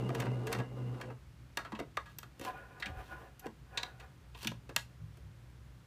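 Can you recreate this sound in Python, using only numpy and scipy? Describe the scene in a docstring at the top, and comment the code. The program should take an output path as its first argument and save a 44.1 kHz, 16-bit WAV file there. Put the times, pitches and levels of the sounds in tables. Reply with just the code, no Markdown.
"""A small furnished room, a phone microphone close to a domestic sewing machine.
The motor hums, gears rumble and links rattle through three last stitches, each slower, then stop.
The presser foot is lifted; the work is drawn out, its threads slipping through the guides, ticking as
they catch, and rasping over metal edges and the side cutter. Levers, rings and fingernails click on
the plastic housing, and arms bump the table, all over quiet room air and a low hum."""
import sys
import numpy as np
from scipy import signal
from scipy.fft import rfft, irfft, next_fast_len
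from scipy.io import wavfile
from scipy.ndimage import uniform_filter1d

SR = 44100
rng = np.random.default_rng(int(sys.argv[2]) if len(sys.argv) > 2 else 0)


def unload_audio(sound):
    """Save the sound as a 16-bit wav file, at the path given as the first command line argument."""
    columns = np.transpose(np.atleast_2d(sound))
    # keep every value between -1 and 1, then stretch to whole-number steps
    steps = np.round(np.clip(columns, -1, 1) * 32767)
    wavfile.write(sys.argv[1], SR, steps.astype(np.int16))


N = 258676
TIME = np.arange(N) / SR

# room tone spectrum: (frequency [Hz], level [dB])
AIR_SPECTRUM = [(15, -55), (25, -49), (44, -8), (66, 1.5), (91, -8.5), (122, -1), (198, -12.5), (227, -18),
                (267, -16), (482, -25), (537, -22), (631, -26.5), (1490, -26.5), (1750, -28.5),
                (15500, -47)]
# motor hum, swelling and sagging with the load: (time [s], level [dB])
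MOTOR_HUM = [(0.0, -38.5), (0.118, -35), (0.142, -49), (0.206, -32.5), (0.244, -47), (0.288, -32.5),
             (0.454, -40), (0.526, -53), (0.556, -44), (0.604, -32), (0.658, -53), (0.734, -48),
             (0.828, -37.5), (0.924, -38), (1.032, -54), (1.08, -45), (1.172, -49), (1.22, -81)]
# motor whirr, rising as each stitch loads it: (time [s], pitch [Hz], level [dB])
MOTOR_WHIRR = [(0, 421, -60), (.17, 455.5, -50), (.3, 440, -83), (0.48, 429.5, -39.5), (0.572, 547, -60),
               (0.679, 497, -73), (1.1, 507, -51.5), (1.2, 464.4, -90)]
# drive on the gear train, easing once before the last stitch: (time [s], level [dB])
GEAR_DRIVE = [(0, -43.5), (0.11, -44), (0.61, -47), (0.701, -56.5), (0.77, -48.5), (0.86, -50), (1.11, -52),
              (1.19, -76)]
# spectra of the gear rumble and the link rattle: (frequency [Hz], level [dB])
RUMBLE_SPECTRUM = [(100, -15), (190, 5), (480, 3.5), (640, -6), (1000, -12), (3000, -90)]
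RATTLE_SPECTRUM = [(300, -6), (750, 4.5), (1200, 5), (2000, -9), (3400, -10.5), (6000, -16.5), (10000, -21),
                   (15000, -29)]
# resonances of the housing and the thread path: (frequency [Hz], width [Hz], level [dB])
HOUSING_MODES = [(510, 25, -8), (720, 17, 9), (946, 45, 5), (1538, 68, 4), (1662, 37, 17.5), (1897, 90, 11),
                 (2695, 260, 10), (3180, 87, 9), (3620, 82, 11), (4270, 73, 5), (5800, 870, -0.5)]
THREAD_PATH_MODES = [(547, 32, -11.5), (757, 29, -0.5), (1008, 18.6, -2), (1203, 4.8, -3), (1458, 25, -0.5),
                     (1666, 25, -5), (2440, 33, -7)]
# edges of the bands in which a blow dies away: (frequency [Hz])
DECAY_BAND_EDGES = [150, 550, 1200, 2300, 4500, 8000, 16000]
# clicks of levers, rings and fingernails on the housing, and ticks of taut thread catching and slipping:
# (time [s], level [dB], ringing part [Hz], bass roll-off [dB/octave], treble roll-off [dB/octave],
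# midrange t60 [s])
CLICKS_AND_TICKS = [(0.091, -50.5, 1230, -4, 5.5, 0.018), (0.102, -38.5, 710, 4.5, 10.5, 0.027),
                    (1.571, -37, 1900, 4.5, 5.5, 0.035), (1.585, -44, 1350, 5.5, 9, 0.13),
                    (1.647, -45.5, 1340, 7, 10, 0.14), (1.719, -44.5, 1010, 5, 8.5, 0.092),
                    (1.749, -50.5, 2800, 4, 15.5, 0.1), (1.789, -47.5, 2050, -1, 9.5, 0.11),
                    (1.798, -44, 725, -2, 5.5, 0.03), (1.970, -33, 1200, 8.5, 9, 0.03),
                    (2.056, -53.5, 1240, 16, 8, 0.22), (2.185, -50, 12200, 3, 0, 0.033),
                    (2.229, -52, 1430, 5, 6, 0.048), (2.395, -60.5, 735, -7, 0.5, 0.022),
                    (2.411, -51, 700, -3, 3, 0.07), (2.447, -51, 2010, 0, 4, 0.053),
                    (2.798, -57, 3830, 0.5, 6, 0.12), (2.823, -33, 2040, 21.5, 18, 0.076),
                    (2.857, -40.5, 2420, 12, 11.5, 0.089), (3.394, -58.5, 12000, 4, -3, 0.066),
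                    (3.457, -58, 940, -9.5, 4.5, 0.036), (3.465, -49.5, 940, 8, 5.5, 0.034),
                    (3.773, -34, 3900, 6, 16.5, 0.075), (3.83, -39, 3870, 5, 15, 0.036),
                    (3.997, -56.5, 2580, 3, 8.5, 0.13), (4.346, -51, 2550, 19, 17, 0.076),
                    (4.347, -55, 1000, 4, 22, 0.06), (4.428, -54.5, 4330, 1, 2, 0.056),
                    (4.445, -47, 2840, 3, 6, 0.042), (4.471, -35.5, 2870, 10.5, 7, 0.041),
                    (4.516, -49.5, 975, -0.5, 7, 0.014), (4.691, -54.5, 1670, -1.5, 6, 0.093),
                    (4.762, -31.5, 2640, 6, 4, 0.021), (5.17, -73.5, 3020, -2.5, 1.5, 0.053)]
# needle strikes: (time [s], level [dB], duration [x first stitch], extra treble roll-off [dB/octave])
STITCHES = [(0.199, -44.5, 1.0, -0.5), (0.525, -40.5, 1.09, -1), (1.011, -46.5, 1.35, 3.5)]
# knocks of one stitch at the first one's pace; the two heavy ones touch lightly before they land:
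# (time from the strike [s], level [dB], change per doubled duration [dB], struck part [Hz],
# bass roll-off [dB/octave], treble roll-off [dB/octave])
STITCH_KNOCKS = [(-0.052, 0, -40, 1810, 1, 5.5), (-0.009, -0.5, 0, 1000, 5, 9), (0, 0.5, 0, 1800, 7, 3.5),
                 (0.02, 0.5, -28, 1900, 0, 10.5), (0.055, -2.5, -17, 900, 0, 7),
                 (0.066, 2, -11, 1300, 1.5, 13)]
# arms and hands on the table: (time [s], pitch [Hz], level [dB], t60 [s])
TABLE_BUMPS = [(1.727, 218, -30.5, 0.079), (1.805, 292, -40.5, 0.1), (2.859, 201, -41.5, .2),
               (2.898, 77.7, -33.5, 0.15), (2.97, 58.7, -35, 0.2), (3.46, 226.4, -39.5, 0.17),
               (4.449, 222, -34, 0.23), (4.475, 119.5, -35, 0.4), (5.001, 108, -38, 0.47),
               (5.037, 88, -39, 0.056), (5.251, 102.4, -39.5, 0.24)]
# taut thread and cloth on metal edges and the cutter: (peak time [s], half length [s], level [dB])
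THREAD_SCRAPES = [(2.11, .04, -68), (2.452, 0.036, -53), (3.07, 0.033, -64), (4.375, 0.027, -64),
                  (4.44, 0.039, -50.5), (5.16, 0.06, -74)]
# tugs drawing thread and cloth over the machine: (peak time [s], half length [s], level [dB])
THREAD_PULLS = [(2.482, 0.028, -42.5), (2.575, 0.042, -52), (2.74, 0.18, -58.5), (2.88, 0.035, -50),
                (3.0, 0.043, -47), (3.125, 0.027, -47.5), (3.215, 0.061, -50.5), (3.445, 0.017, -52),
                (3.76, 0.045, -55), (3.855, 0.068, -50.5), (4.04, 0.037, -55.5)]
# spectra of thread and cloth sliding and rasping: (frequency [Hz], level [dB])
SLIDE_SPECTRUM = [(150, -6), (400, 3.5), (800, -2.5), (1600, -3.5), (3000, -13.5), (4500, -30),
                  (15000, -26)]
RASP_SPECTRUM = [(400, -30), (1000, 12), (1600, -3), (2700, 8), (4300, 4.5), (7000, -2.5), (14000, -4)]


def undb(db):
    """Decibels to gain."""
    return 10 ** (np.asarray(db) / 20)


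def unit(x):
    """Scale to rms 1."""
    return x / np.sqrt(np.mean(x ** 2))


def fader(s, db):
    """Gain along a level curve, silent outside it."""
    return undb(np.interp(TIME, s, db, left=-np.inf, right=-np.inf))


def swells(table):
    """Gain of strokes that each rise to a peak and fall away."""
    shape = 1.46  # 1 = pointed, 2 = bell
    return sum(undb(db) * np.exp(-np.abs((TIME - s) / half_s) ** shape) for s, half_s, db in table)


def decay(t, t60):
    """Gain falling 60 dB in t60 seconds."""
    return np.exp(-np.log(1000) * t / t60)


def walk(rate):
    """Smooth random drift of rms 1, with `rate` turns a second."""
    step = int(SR / rate)
    held = np.repeat(rng.standard_normal(N // step + 2), step)
    return unit(uniform_filter1d(held, step)[step // 2:][:N])


def band(x, lo_hz, hi_hz):
    """Causal band-pass."""
    return signal.sosfilt(signal.butter(3, [lo_hz, hi_hz], "band", fs=SR, output="sos"), x)


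def colour(x, spectrum):
    """Shape by a (frequency [Hz], level [dB]) spectrum; rms 1."""
    hz, db = np.transpose(spectrum)
    size = next_fast_len(N)
    bins_hz = np.maximum(np.arange(size // 2 + 1) * SR / size, 1)
    gain = undb(np.interp(np.log(bins_hz), np.log(hz), db))
    return unit(irfft(rfft(x, size) * gain, size)[:N])


def ring(x, modes):
    """Sum of resonances given as (frequency [Hz], width [Hz], level [dB])."""
    return sum(undb(db) * signal.lfilter(*signal.iirpeak(hz, hz / width, fs=SR), x)
               for hz, width, db in modes)


def grains(rate, spread_db):
    """Tiny contacts of uneven size at random moments, about `rate` a second."""
    sizes = rng.standard_normal(N) * undb(spread_db * np.minimum(rng.exponential(size=N), 4))
    return unit(sizes * (rng.random(N) < rate / SR))


def tone(hz):
    """Sine of rms 1 on a moving pitch."""
    return np.sqrt(2) * np.sin(2 * np.pi * np.cumsum(hz) / SR)


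def room_tone():
    """Steady air all round the microphone, with a wavering low hum."""
    air = colour(rng.standard_normal(N), AIR_SPECTRUM) * undb(-57)
    waver = undb(2.5 * walk(12))
    hum = undb(-63.5) * tone(59 + 2 * walk(10)) + undb(-64) * tone(120 + 5 * walk(13))
    return air + waver * hum


def motor():
    """The motor hums unevenly through the table and whirrs; shafts sing and whine with the drive."""
    s, db = np.transpose(MOTOR_HUM)
    hum_hz = 123.8 * (1 + 0.019 * walk(25.3))
    hum = (tone(hum_hz) + undb(-17) * tone(2 * hum_hz)) * fader(s, db - 0.4)
    s, hz, db = np.transpose(MOTOR_WHIRR)
    whirr = tone(np.interp(TIME, s, hz) * (1 + 0.016 * walk(68.9))) * fader(s, db)
    shaft_modes = [(191, 5.1, 21.5), (755, 10, 3.5), (1210, 11, 0), (2057, 50, -3.5)]
    shafts = unit(ring(rng.standard_normal(N), shaft_modes))
    whine = tone(2820 * (1 + 0.00964 * walk(19) + 0.0242 * walk(300)))
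    singing = (undb(-6.5) * shafts + undb(-18.5) * whine) * undb(2.8 * walk(29.6))
    return hum + whirr + singing * fader(*np.transpose(GEAR_DRIVE))


def gears():
    """Teeth and belt rumble in the frame; loose links rattle, most around the strongest stitches."""
    rumble = colour(grains(1500, spread_db=1.5), RUMBLE_SPECTRUM)
    contacts = grains(2500, spread_db=1.9)
    links = colour(undb(-6) * contacts + ring(contacts, THREAD_PATH_MODES), RATTLE_SPECTRUM)
    full_stitch_db = -41.5
    shaking = swells([(s, 0.034 * duration, db - full_stitch_db) for s, db, duration, _ in STITCHES])
    rattle = links * (undb(-11) + undb(-5) * shaking)
    return (rumble + rattle) * fader(*np.transpose(GEAR_DRIVE))


def blows(table, rise_s, trim_db, chatter_db, part_db, bass_linger):
    """Each blow chatters briefly and rings one part and the housing; low bands last longer."""
    out = np.zeros(N + SR)
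    t = np.arange(SR // 4) / SR
    for s, db, part_hz, bass_rolloff, treble_rolloff, t60 in table:
        chatter = rng.standard_normal(len(t)) * (1 - np.exp(-t / rise_s))
        modes = HOUSING_MODES + [(part_hz, part_hz / 10, part_db)]
        for lo, hi in zip(DECAY_BAND_EDGES, DECAY_BAND_EDGES[1:]):
            octaves = np.log2(np.sqrt(lo * hi) / part_hz)
            slope_db = bass_rolloff * min(octaves, 0) - treble_rolloff * max(octaves, 0)
            push = chatter * decay(t, t60 * (DECAY_BAND_EDGES[3] / hi) ** bass_linger)
            sound = band(undb(chatter_db) * push + ring(push, modes), lo, hi)
            onset_rms = np.sqrt(np.mean(sound[:SR // 50] ** 2))
            out[int(s * SR):][:len(t)] += sound / onset_rms * undb(db + slope_db + trim_db)
    return out[:N]


def clicks_and_ticks():
    """Levers, rings and fingernails click on the housing; taut thread ticks as it catches and slips."""
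    return blows(CLICKS_AND_TICKS, rise_s=0.0014, trim_db=0.6, chatter_db=1.5, part_db=15,
                 bass_linger=0.4)


def stitching():
    """Every stitch plays the same knocks; a slower one spreads them out and softens most of them."""
    t60_s = 0.062
    knocks = []
    for s, db, duration, dulling in STITCHES:
        for delay, knock_db, slow_db, part_hz, bass, treble in STITCH_KNOCKS:
            level_db = db + knock_db + slow_db * np.log2(duration)
            knocks.append((s + delay * duration, level_db, part_hz, bass, treble + dulling, t60_s))
    return blows(knocks, rise_s=0.0025, trim_db=-1, chatter_db=5.5, part_db=-3, bass_linger=0.46)


def table_bumps():
    """Soft bumps of the arms swell and die in two low modes of the table."""
    out = np.zeros(N + SR)
    t = np.arange(SR // 2) / SR
    for s, hz, db, t60 in TABLE_BUMPS:
        swell = (1 - np.exp(-t / 0.0077)) * decay(t, t60)
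        modes = np.sin(2 * np.pi * hz * t) + 0.56 * np.sin(2 * np.pi * 1.43 * hz * t)
        out[int(s * SR):][:len(t)] += undb(db - 6) * swell / swell.max() * modes
    return out[:N]


def thread():
    """Thread sticks and slips through the guides and tension discs, and rasps over metal edges."""
    slips = grains(2000, spread_db=0.46) * undb(1.8 * walk(45))
    # the contact point wanders, so each resonance comes and goes on its own
    guides = sum(ring(slips, [(hz, 1.5 * width, db)]) * undb(2.3 * walk(14))
                 for hz, width, db in THREAD_PATH_MODES)
    cloth_swish = undb(-17.5) * rng.standard_normal(N)
    sliding = colour(cloth_swish + guides, SLIDE_SPECTRUM)
    fibres = grains(4500, spread_db=2.9)
    rasp = colour(undb(10) * fibres + ring(fibres, HOUSING_MODES), RASP_SPECTRUM)
    return (sliding + undb(-20.5) * rasp) * swells(THREAD_PULLS) + rasp * swells(THREAD_SCRAPES)


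def walls(x, wet_db, t60_s, treble_t60_s):
    """The furnished room sends a short diffuse tail back to the microphone."""
    t = np.arange(SR // 2) / SR
    reflections = rng.standard_normal(len(t)) * (1 - np.exp(-(t / 0.011) ** 2))
    low = band(reflections, 225, 2360)
    high = band(reflections, 2100, 6800) + undb(-2.5) * band(reflections, 6560, 14200)
    tail = low * decay(t, t60_s) + undb(-2.1) * high * decay(t, treble_t60_s)
    return undb(wet_db) * signal.fftconvolve(x, tail / np.sqrt(np.sum(tail ** 2)))[:N]


def scene():
    """Machine, hands and thread close to the microphone, the room faint behind them; mono."""
    close = stitching() + clicks_and_ticks() + motor() + gears() + table_bumps() + thread()
    return (close + walls(close, wet_db=-15, t60_s=0.17, treble_t60_s=0.19) + room_tone())[None]


def record(dry):
    """The phone cuts the top treble steeply."""
    top_hz = 15400
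    return signal.sosfilt(signal.ellip(10, 0.2, 70, top_hz, fs=SR, output="sos"), dry)


dry = scene()
out = record(dry)
unload_audio(out)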